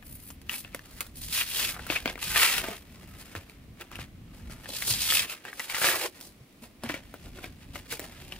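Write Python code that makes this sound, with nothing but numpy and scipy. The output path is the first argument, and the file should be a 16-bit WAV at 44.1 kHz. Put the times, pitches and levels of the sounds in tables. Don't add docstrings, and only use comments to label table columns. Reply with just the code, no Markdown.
import sys
import numpy as np
from scipy import signal
from scipy.fft import rfft, irfft, next_fast_len
from scipy.io import wavfile
from scipy.ndimage import map_coordinates

SR = 44100
rng = np.random.default_rng(int(sys.argv[2]) if len(sys.argv) > 2 else 0)


def inscribe(sig):
    pcm = np.round(np.clip(np.atleast_2d(sig).T, -1, 1) * 32767)
    wavfile.write(sys.argv[1], SR, pcm.astype(np.int16))


N = 369999


def amp(db):
    return 10 ** (np.asarray(db) / 20)


def unit(x):
    return x / np.sqrt(np.mean(x ** 2) + 1e-20)


def along(points, hz):
    f, v = np.transpose(points)
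    return np.interp(np.log(hz + 1), np.log(f + 1), v)


def curves(rows):
    s, *cols = np.transpose(rows)
    return [np.interp(np.arange(N) / SR, s, c) for c in cols]


def wobble(rate):
    knots = rng.standard_normal(int(N * 400 / SR) + 4)
    return map_coordinates(knots, [np.arange(N) * min(rate, 399) / SR])


def filtered(x, response):
    m = next_fast_len(N + SR // 2)
    return irfft(rfft(x, m) * response(np.fft.rfftfreq(m, 1 / SR)), m)[..., :N]


def modes(table):
    def response(f):
        total = 0
        for k, (centre, width, db) in enumerate(table):
            damping = 1j * f * width
            total = total + (-1) ** k * amp(db) * damping / (centre * centre - f * f + damping)
        return total
    return response


def ports(pair, alike):
    def mid_side(hz):
        turn = np.arccos(np.clip(along(alike, hz), -1, 1)) / 2
        return np.array([np.cos(turn), np.sin(turn)])
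    mid, side = filtered(pair, mid_side)
    return np.array([mid + side, mid - side])


# (frequency [Hz], relative density [dB per Hz])
AIR_COLOUR = [(15, -39), (25, -1), (136, -11.5), (267, -9), (411, -19), (524, -20.5), (744, -24),
              (898, -29), (1000, -26), (1580, -29.5), (2130, -25.5), (7140, -37.5), (15600, -36.5)]
# (frequency [Hz], left-right likeness [-1 to 1])
AIR_LIKENESS = [(60, 0.96), (180, 0.97), (550, 0.62), (1650, 0.089), (4970, 0.02), (15000, 0.03)]
# (time [s], level before wobble [dB])
RUMBLE_LEVEL = [(0.0, -49), (5.23, -48), (5.28, -62), (6.55, -60.5), (6.9, -50), (8.39, -47)]


def air():
    noise = filtered(rng.standard_normal((2, N)), lambda hz: amp(along(AIR_COLOUR, hz)))
    pair = ports(noise, AIR_LIKENESS)
    low = filtered(pair, lambda hz: 1 / (1 + (hz / 200) ** 4))
    hiss = pair - low
    swell = amp(curves(RUMBLE_LEVEL)[0] + 3.1 * wobble(9.6))
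    return (swell * low + amp(-57.5) * hiss) / np.sqrt(np.mean(low ** 2))


# (frequency [Hz], t60 [s])
ROOM_DECAY = [(200, 0.18), (2000, 0.034), (12000, 0.05)]


def room(x):
    out, step = np.zeros((2, N + SR)), SR // 5
    for at in range(0, N, step):
        hz, t, z = signal.stft(rng.standard_normal((2, SR // 3)), SR, nperseg=256)
        fade = amp(-60 * t / along(ROOM_DECAY, hz)[:, None])
        tail = signal.istft(z * fade, SR, nperseg=256)[1]
        tail[1] = 0.73 * tail[0] + 0.65 * tail[1]
        echo = signal.fftconvolve(x[None, at:at + step], tail / np.linalg.norm(tail[0]), axes=1)
        out[:, at + 90:][:, :echo.shape[1]] += echo
    return out[:, :N]


# (time [s], relative level [dB], pitch [Hz])
DESK_THUMPS = [(2.694, -48, 207), (3.366, -38.5, 89), (4.902, -37, 114), (6.409, -49, 130),
               (6.618, -49.5, 235), (6.834, -35, 234), (6.862, -45, 121), (6.9, -39.5, 284)]


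def thumps():
    out, t = np.zeros(N + SR), np.arange(SR // 4) / SR
    for s, db, hz in DESK_THUMPS:
        soft_start = 1 - np.exp(-t / 0.0066)
        fade = amp(db + 11 - 60 * t / 0.12)
        out[round(s * SR):][:len(t)] += fade * soft_start * np.sin(2 * np.pi * hz * t)
    return out[:N]


# (time of the peak [s], level [dB], pitch [Hz], t60 [s])
SHELL_CREAKS = [(1.01, -34.5, 1330, 0.04), (1.963, -17.5, 2490, 0.045), (2.585, -34, 1380, 0.046),
                (5.481, -43, 1820, 0.11), (5.601, -29.5, 1980, .035), (5.888, -25.5, 1750, 0.048),
                (5.942, -31.5, 1430, .06), (6.9, -28.5, 1780, .035), (7.925, -35.5, 2220, 0.072)]
CREAK_RISE, CREAK_WIDTH_HZ = 0.6, 220


def creaks():
    out, t = np.zeros((2, N + SR)), np.arange(-SR // 10, SR // 10) / SR
    ringing = t[t >= 0]
    for s, db, hz, t60 in SHELL_CREAKS:
        slips = rng.standard_normal((2, len(t))) * (rng.random(len(t)) < 1500 / SR)
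        mode = amp(-27 * CREAK_WIDTH_HZ * ringing) * np.sin(2 * np.pi * hz * ringing)
        note = unit(signal.fftconvolve(slips, mode[None], axes=1)[:, :len(t)])
        swell = amp(db - 60 * np.maximum(t, -t / CREAK_RISE) / t60)
        out[:, round(s * SR) - SR // 10:][:, :len(t)] += swell * note
    return out[:, :N]


# (time [s], relative level [dB], pitch of the dent [Hz],
#                     knock over the snap, relative [dB], noisy crack over the snap, relative [dB])
SHELL_SNAPS = [(0.026, -33.5, 1830, -27, -19), (0.265, -61, 3500, -30, 5), (0.304, -39, 2846, -30, 6.5),
               (0.416, -44, 1830, -30, 3), (0.495, -13, 2790, -51, -15.5), (0.54, -21.5, 2380, -38, -7),
               (0.648, -27, 2440, -19, -28), (0.734, -37, 2280, -35, -26), (0.747, -23, 2270, -13, 1),
               (0.793, -30, 1890, -39, -11), (1.007, -19.5, 2150, -35, 3.5), (1.066, -50.5, 3540, -30, 14),
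               (1.379, -18, 2510, -43, -11), (1.412, -9.5, 2930, -34, -20), (1.57, -29, 3130, -40, 1),
               (1.601, -17.5, 2480, -40, -15.5), (1.692, -25, 2530, -40, -13), (1.765, -26, 1300, -29, -43),
               (1.794, -24, 1400, -33, -37), (1.867, -24, 1530, -29, -3), (1.901, -7, 2460, -17, -27),
               (1.924, -17.5, 1230, -21, -34), (2.058, -6.5, 2530, -15, -17), (2.077, -9, 2620, -28, -29),
               (2.089, -21.5, 2580, -21, -22), (2.156, -24, 2070, -14, -20), (2.178, -25, 1510, -31, -17),
               (2.228, -16.5, 2960, -41, -9.5), (2.36, -3.5, 1780, -32, -23), (2.397, -9, 2260, -33, -21),
               (2.539, -13, 2880, -30, -20), (2.551, -18, 2570, -28, -9), (2.5811, -11.5, 2960, -37, -5.5),
               (2.641, -19.5, 1470, -12, -7), (2.685, -26, 2170, -3, -2), (3.352, -22, 1480, -11.5, -11),
               (3.497, -37, 2280, -13, -3), (3.811, -34, 2640, -23, 4), (3.916, -30, 1260, -36, -8),
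               (3.956, -24.5, 2830, -35, -10), (3.99, -27.5, 1420, -11, -35), (4.498, -36, 1390, -7, -10),
               (4.658, -25, 1920, -29, -27), (4.703, -26, 4060, -14, -12), (4.757, -25, 2850, -30, -21),
               (4.823, -17.5, 1900, -49, -13.5), (4.84, -31, 4270, -40, -13), (4.878, -35, 3800, -37, 20),
               (4.906, -24.5, 4550, -48, -0.5), (4.938, -12, 4760, -46, -13), (5.103, -6, 3230, -50, -28),
               (5.123, -11, 2170, -43, -16), (5.138, -15, 3270, -39, -27), (5.194, -9.5, 3240, -46, -21.5),
               (5.296, -32, 2340, -36, -23), (5.452, -28, 1740, -16, -4.5), (5.53, -25, 1790, -36, -18),
               (5.596, -16, 2180, -44, -7), (5.699, -19, 2350, -42, -26), (5.746, -15, 1960, -44, -16),
               (5.766, -22, 1840, -40, -33), (5.783, -22, 1510, -40, 1), (5.817, -14.5, 1420, -20, -37),
               (5.844, -6.5, 1510, -30, -20), (6.211, -47, 4160, -18, 18), (6.836, -23.5, 900, -7, -4),
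               (6.89, -25, 3200, -33, -7), (6.897, -16.5, 1890, -10, -31), (6.942, -18, 2190, -13.5, -14.5),
               (7.141, -29.5, 1380, -5.5, -7), (7.268, -40, 1450, -5, -14), (7.387, -32, 1380, -10, -15),
               (7.442, -20.5, 2330, -15.5, -17), (7.757, -19, 2050, -22, -15), (7.926, -22, 2240, -24, 0),
               (7.971, -33, 2200, -30, -2), (7.995, -23, 2060, -11.5, 0.5), (8.041, -32, 1850, -7, -2),
               (8.323, -21.5, 2740, -24, -15)]
# (multiple of its pitch, relative level [dB])
DENT_MODES = [(0.452, -11.5), (.7, -1.5), (0.998, 10), (1.302, 3), (1.7, -2.5)]
# (frequency [Hz], width [Hz], relative level [dB])
KNOCK_MODES = [(125, 64, -6), (299, 110, 4), (670, 120, -0.5)]
RATTLE_DB = -1.5


def snaps():
    ring, blows, t = np.zeros((2, N + SR)), np.zeros(N), np.arange(SR // 8) / SR
    attack = 1 - np.exp(-t / 0.0003)
    for s, db, hz, knock_db, crack_db in SHELL_SNAPS:
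        pop = amp(crack_db + 9.0 - 60 * t / 0.0055) * rng.standard_normal((2, len(t)))
        chance = rng.standard_normal((len(DENT_MODES), 2, 2, 1))
        for (multiple, level), (a, b) in zip(DENT_MODES, chance):
            fade = amp(level + 1.5 * a - 60 * t * multiple / 0.006) * attack
            pop += fade * np.sin(2 * np.pi * hz * multiple * (1 + 0.053 * b) * t)
        rattle = (rng.random(len(t)) < 900 / SR) * amp(-60 * t / 0.035) * rng.standard_normal(len(t))
        rattle *= amp(RATTLE_DB) / np.linalg.norm(rattle)
        damped = pop * amp(-60 * t / 0.02)
        back = signal.fftconvolve(damped, rattle[None], axes=1)[:, :len(t)]
        ring[:, round(s * SR):][:, :len(t)] += amp(db - 8.5) * (pop + back)
        blows[round(s * SR)] = amp(db + knock_db + 35.0)
    return ring[:, :N] + filtered(blows, modes(KNOCK_MODES))


# (time [s], pitch of the free card [Hz], left over right [dB], share of the finest fibres [0-1])
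HAND_GRIP = [(0.0, 1840, 1, 1), (0.42, 2570, 1, 0.98), (1.1, 1710, -0.5, 0.62), (1.19, 2700, -0.5, 0.84),
             (2.92, 1800, 0, 0.69), (4.49, 1760, 0, 0.6), (5.3, 2300, -1, 0.75), (5.42, 1930, -1, 0.64),
             (8.13, 2190, -1, 0.59), (8.39, 2780, 0, 0.8)]
# (time [s], relative card level [dB], fibre fizz over it, relative [dB])
HELD_PACK = [(0, -70, -12), (.4, -68.5, -30), (.9, -57, 0.5), (1.1, -68, 1.5), (1.85, -46, -11),
             (2.1, -55, -5), (2.85, -60, -6.5), (3.3, -53.5, -4.5), (3.7, -70.5, -12), (4.15, -72.5, -21),
             (4.55, -53, -8), (5.4, -59.5, -9), (5.6, -52.5, 2), (6.3, -66.5, -4), (6.75, -85, 10),
             (7.0, -58, -12), (7.15, -59.5, -6), (7.6, -65, -5), (8.15, -50.5, -7.5), (8.39, -55, -7)]
HELD_FLAP_DB = -1.5
# (time [s], held time [s], relative card level [dB],
#                             fibre fizz over it, relative [dB], flap over it, relative [dB])
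FINGER_RUSTLES = [(0.059, 0.1, -64.5, 13.5, -6), (0.2, 0.1, -61.5, 13, -6), (0.504, 0.052, -41, -3, -15),
                  (0.548, 0.044, -50.5, 11.5, -12), (0.655, 0.01, -50.5, -21, -8),
                  (0.748, 0.022, -51.5, -4, -12), (0.978, 0.052, -51.5, -3, -23),
                  (1.907, 0.058, -34, -11, -11), (2.067, 0.034, -38.5, -30, -3),
                  (3.2, 0.021, -49.5, -1, -15), (3.363, 0.0059, -42, -10.5, 1), (3.51, 0.0071, -57, -7, -7),
                  (3.81, 0.0033, -44, -11, -0.5), (3.918, 0.048, -47, -20, -3),
                  (3.999, 0.0073, -40, -11, -9), (4.352, 0.038, -59, -1, 3.5),
                  (4.514, 0.015, -53, -0.5, -1), (5.298, 0.0069, -31.5, -6, -11),
                  (5.463, 0.015, -42.5, -26, -2.5), (5.602, 0.042, -43.5, -4, -26),
                  (6.15, 0.035, -54.5, -4, -1), (6.22, 0.053, -65, 14, 11), (6.635, 0.0026, -53.5, 0, 5),
                  (6.849, 0.011, -42, -12, 5), (6.898, 0.0096, -34, -18, -10),
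                  (6.949, 0.0046, -38, -30, -1), (7.25, 0.01, -54, -3, 4.5), (7.36, 0.028, -51, -9, 1),
                  (7.438, 0.0062, -42, -9, -0.5), (7.621, 0.012, -54, -10, -12),
                  (7.76, 0.0016, -44.5, -4, -2), (7.918, 0.0074, -38.5, 0.5, -3),
                  (8.031, 0.027, -53.5, 0, 7.5), (8.322, 0.002, -46.5, -13, 0.5)]
RISE_DB_PER_S, FALL_DB_PER_S = 613, 330
# (time [s], relative pull on the card [dB], fibre fizz over it, relative [dB],
#                              loose end over it, relative [dB], pitch of the free card [Hz])
CARD_TEARS = [
    [(1.155, -58, 6.5, -6, 2620), (1.239, -49.5, 8.5, -15, 3340), (1.299, -48, 5.5, -19, 3100),
     (1.343, -27.5, -1, -25, 3100), (1.409, -27.5, -4, -22, 2570), (1.453, -43, -2, -31, 2780),
     (1.569, -30.5, -0.5, -11.5, 3020), (1.693, -33.5, 1, -14.5, 2630), (1.745, -47, -2, -20, 1970),
     (1.8, -68, -31, -8, 1480)],
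    [(2.19, -42, -9, -17, 2580), (2.234, -39, 1.5, -13, 2720), (2.34, -34.5, -1, -12, 2100),
     (2.358, -24, -6.5, -22, 1940), (2.408, -23.5, -2, -17, 2360), (2.432, -20.5, -5.5, -17, 1720),
     (2.578, -31.5, -2.5, -24, 2260), (2.634, -39.5, -7.5, -1, 1760), (2.74, -39.5, -8.5, 3, 2010),
     (2.81, -63, 3.5, -13, 2170)],
    [(4.64, -59.5, -6, -2, 1950), (4.694, -49, 4, 1, 3060), (4.704, -45.5, -3, -13, 3510),
     (4.73, -43.5, -1, 1, 3270), (4.766, -40.5, 5.5, -15, 2800), (4.796, -46.5, 4.5, -17, 2250),
     (4.83, -38, 3, -23, 2020), (4.872, -49, 11, -9, 2580)],
    [(4.872, -46.5, 10, -3, 3120), (4.903, -30, 8, -9, 3280), (4.941, -35, 4, -27, 3430),
     (4.977, -38.5, 1.5, -17, 3080), (5.023, -29.5, 0, -30, 3360), (5.055, -35, 2.5, -23, 3280),
     (5.139, -24.5, 0, -15, 2610), (5.219, -30, -1, -24, 2510), (5.255, -35, -7, -5, 2080),
     (5.28, -60, -5, -19, 2090)],
    [(5.67, -51, -15, 5, 2240), (5.7, -38.5, -2.5, -17, 2250), (5.738, -38, -5, -6, 2000),
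     (5.746, -31, -6.5, -23, 1960), (5.796, -35.5, -0.5, -12, 1820), (5.846, -23, -2, -7, 1890),
     (5.95, -28.5, -6, -1, 1640), (5.992, -38.5, 0, -3, 2150), (6.06, -29, -5.5, 4, 1970),
     (6.1, -59, 5, -23, 2140)],
]


def effort():
    t = np.arange(N) / SR
    card_db, fizz_db = curves(HELD_PACK)
    power = amp(2 * (card_db + np.array([0 * t, fizz_db, 0 * t + HELD_FLAP_DB])))
    pitch_hz = curves(HAND_GRIP)[0]
    for s, held, db, fizz_db, flap_db in FINGER_RUSTLES:
        rise_db = -RISE_DB_PER_S * np.maximum(s - t, 0)
        fall_db = -FALL_DB_PER_S * np.maximum(t - s - held, 0)
        power += amp(2 * (db + rise_db + fall_db)) * amp([[0], [2 * fizz_db], [2 * flap_db]])
    for rows in CARD_TEARS:
        on = (t >= rows[0][0]) & (t < rows[-1][0])
        db, fizz_db, flap_db, hz = curves(rows)
        power += on * amp(2 * (db + np.array([0 * t, fizz_db, flap_db])))
        pitch_hz = np.where(on, hz, pitch_hz)
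    return *(10 * np.log10(power)), pitch_hz


def breaks(rate, spread_db):
    when, size, sign = rng.random((3, 2, N))
    force = amp(-spread_db * np.log(size + 0.0039))
    return (when < rate / SR) * force * np.sign(sign - 0.5) / np.sqrt(rate)


# (frequency [Hz], relative level [dB])
FIZZ_COLOUR = [(2350, -20), (4000, -2), (4970, -0.5), (5790, -4.5), (7610, -3), (10500, -1.5),
               (13000, -6.5), (15200, -1.5), (15600, -42)]


def fibre_fizz(breaking):
    fibres = filtered(breaking, lambda hz: amp(along(FIZZ_COLOUR, hz)))
    finest = filtered(fibres, lambda hz: 1 / (1 + (9500 / (hz + 1)) ** 8))
    share = np.clip(curves(HAND_GRIP)[2], 0, 0.97)
    high = unit(amp(1.8 * wobble(30)) * finest)
    rest = unit(amp(0.16 * wobble(33)) * (fibres - finest))
    return share * high + np.sqrt(1 - share ** 2) * rest


# (frequency [Hz], width [Hz])
CARD_MODES = [(1350, 240), (1820, 730), (2200, 890), (2600, 480), (3200, 610), (4100, 1500)]


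def card_shake(coarse, pitch_hz):
    near = np.array([amp(-70 * np.log(hz / pitch_hz) ** 2 + 4.0 * wobble(18)) for hz, _ in CARD_MODES])
    voices = [unit(filtered(coarse, modes([(hz, width, 0)]))) for hz, width in CARD_MODES]
    return sum(gain * voice for gain, voice in zip(near, voices)) / np.linalg.norm(near, axis=0)


# (frequency [Hz], width [Hz], relative level before the response is squared [dB])
FLAP_MODES = [(348.6, 72, -4), (597, 556, 2), (730, 765, 0.5)]


def flap_end(breaking):
    return unit(filtered(breaking, lambda hz: modes(FLAP_MODES)(hz) ** 2))


def peel():
    card_db, fizz_db, flap_db, pitch_hz = effort()
    jerk = 0.4 * wobble(45) + 0.9 * wobble(220)
    gentle = np.clip((-35 - card_db) / 20, 0, 1)
    fine = amp((2.0 + 2.0 * gentle) * jerk) * breaks(rate=9100, spread_db=2.0)
    coarse = amp((2 + 1.43 * gentle) * jerk) * breaks(rate=3000 * amp(-12 * gentle), spread_db=0.0)
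    coarse = coarse + 0.24 * breaks(rate=200, spread_db=2.5)[0]
    fizz = amp(fizz_db + 0.5) * fibre_fizz(fine + 1.27 * coarse)
    card = amp(card_db - 5.0) * card_shake(coarse, pitch_hz)
    flap = amp(flap_db - 6.5) * flap_end(coarse + 3.3 * fine)
    return fizz + card + flap


# (frequency [Hz], left-right likeness [-1 to 1])
PACK_LIKENESS = [(300, 1), (1500, 0.66), (3000, 0.79), (6000, 0.29), (15000, 0.043)]
PORT_LAG_S = 6e-5


def scene():
    pack = peel() + snaps() + creaks()
    lag = lambda hz: np.exp(1j * np.pi * hz * PORT_LAG_S * np.array([[1], [-1]]))
    pan_db = curves(HAND_GRIP)[1]
    near = filtered(ports(pack, PACK_LIKENESS), lag) * amp(np.array([pan_db, -pan_db]) / 2)
    return near + amp(-10.0) * room(pack[0]) + thumps() + air()


TOP_HZ = 15750


def record(dry):
    return filtered(dry, lambda hz: (hz < TOP_HZ) * hz ** 4 / (hz ** 4 + 33 ** 4))


dry = scene()
out = record(dry)
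inscribe(out)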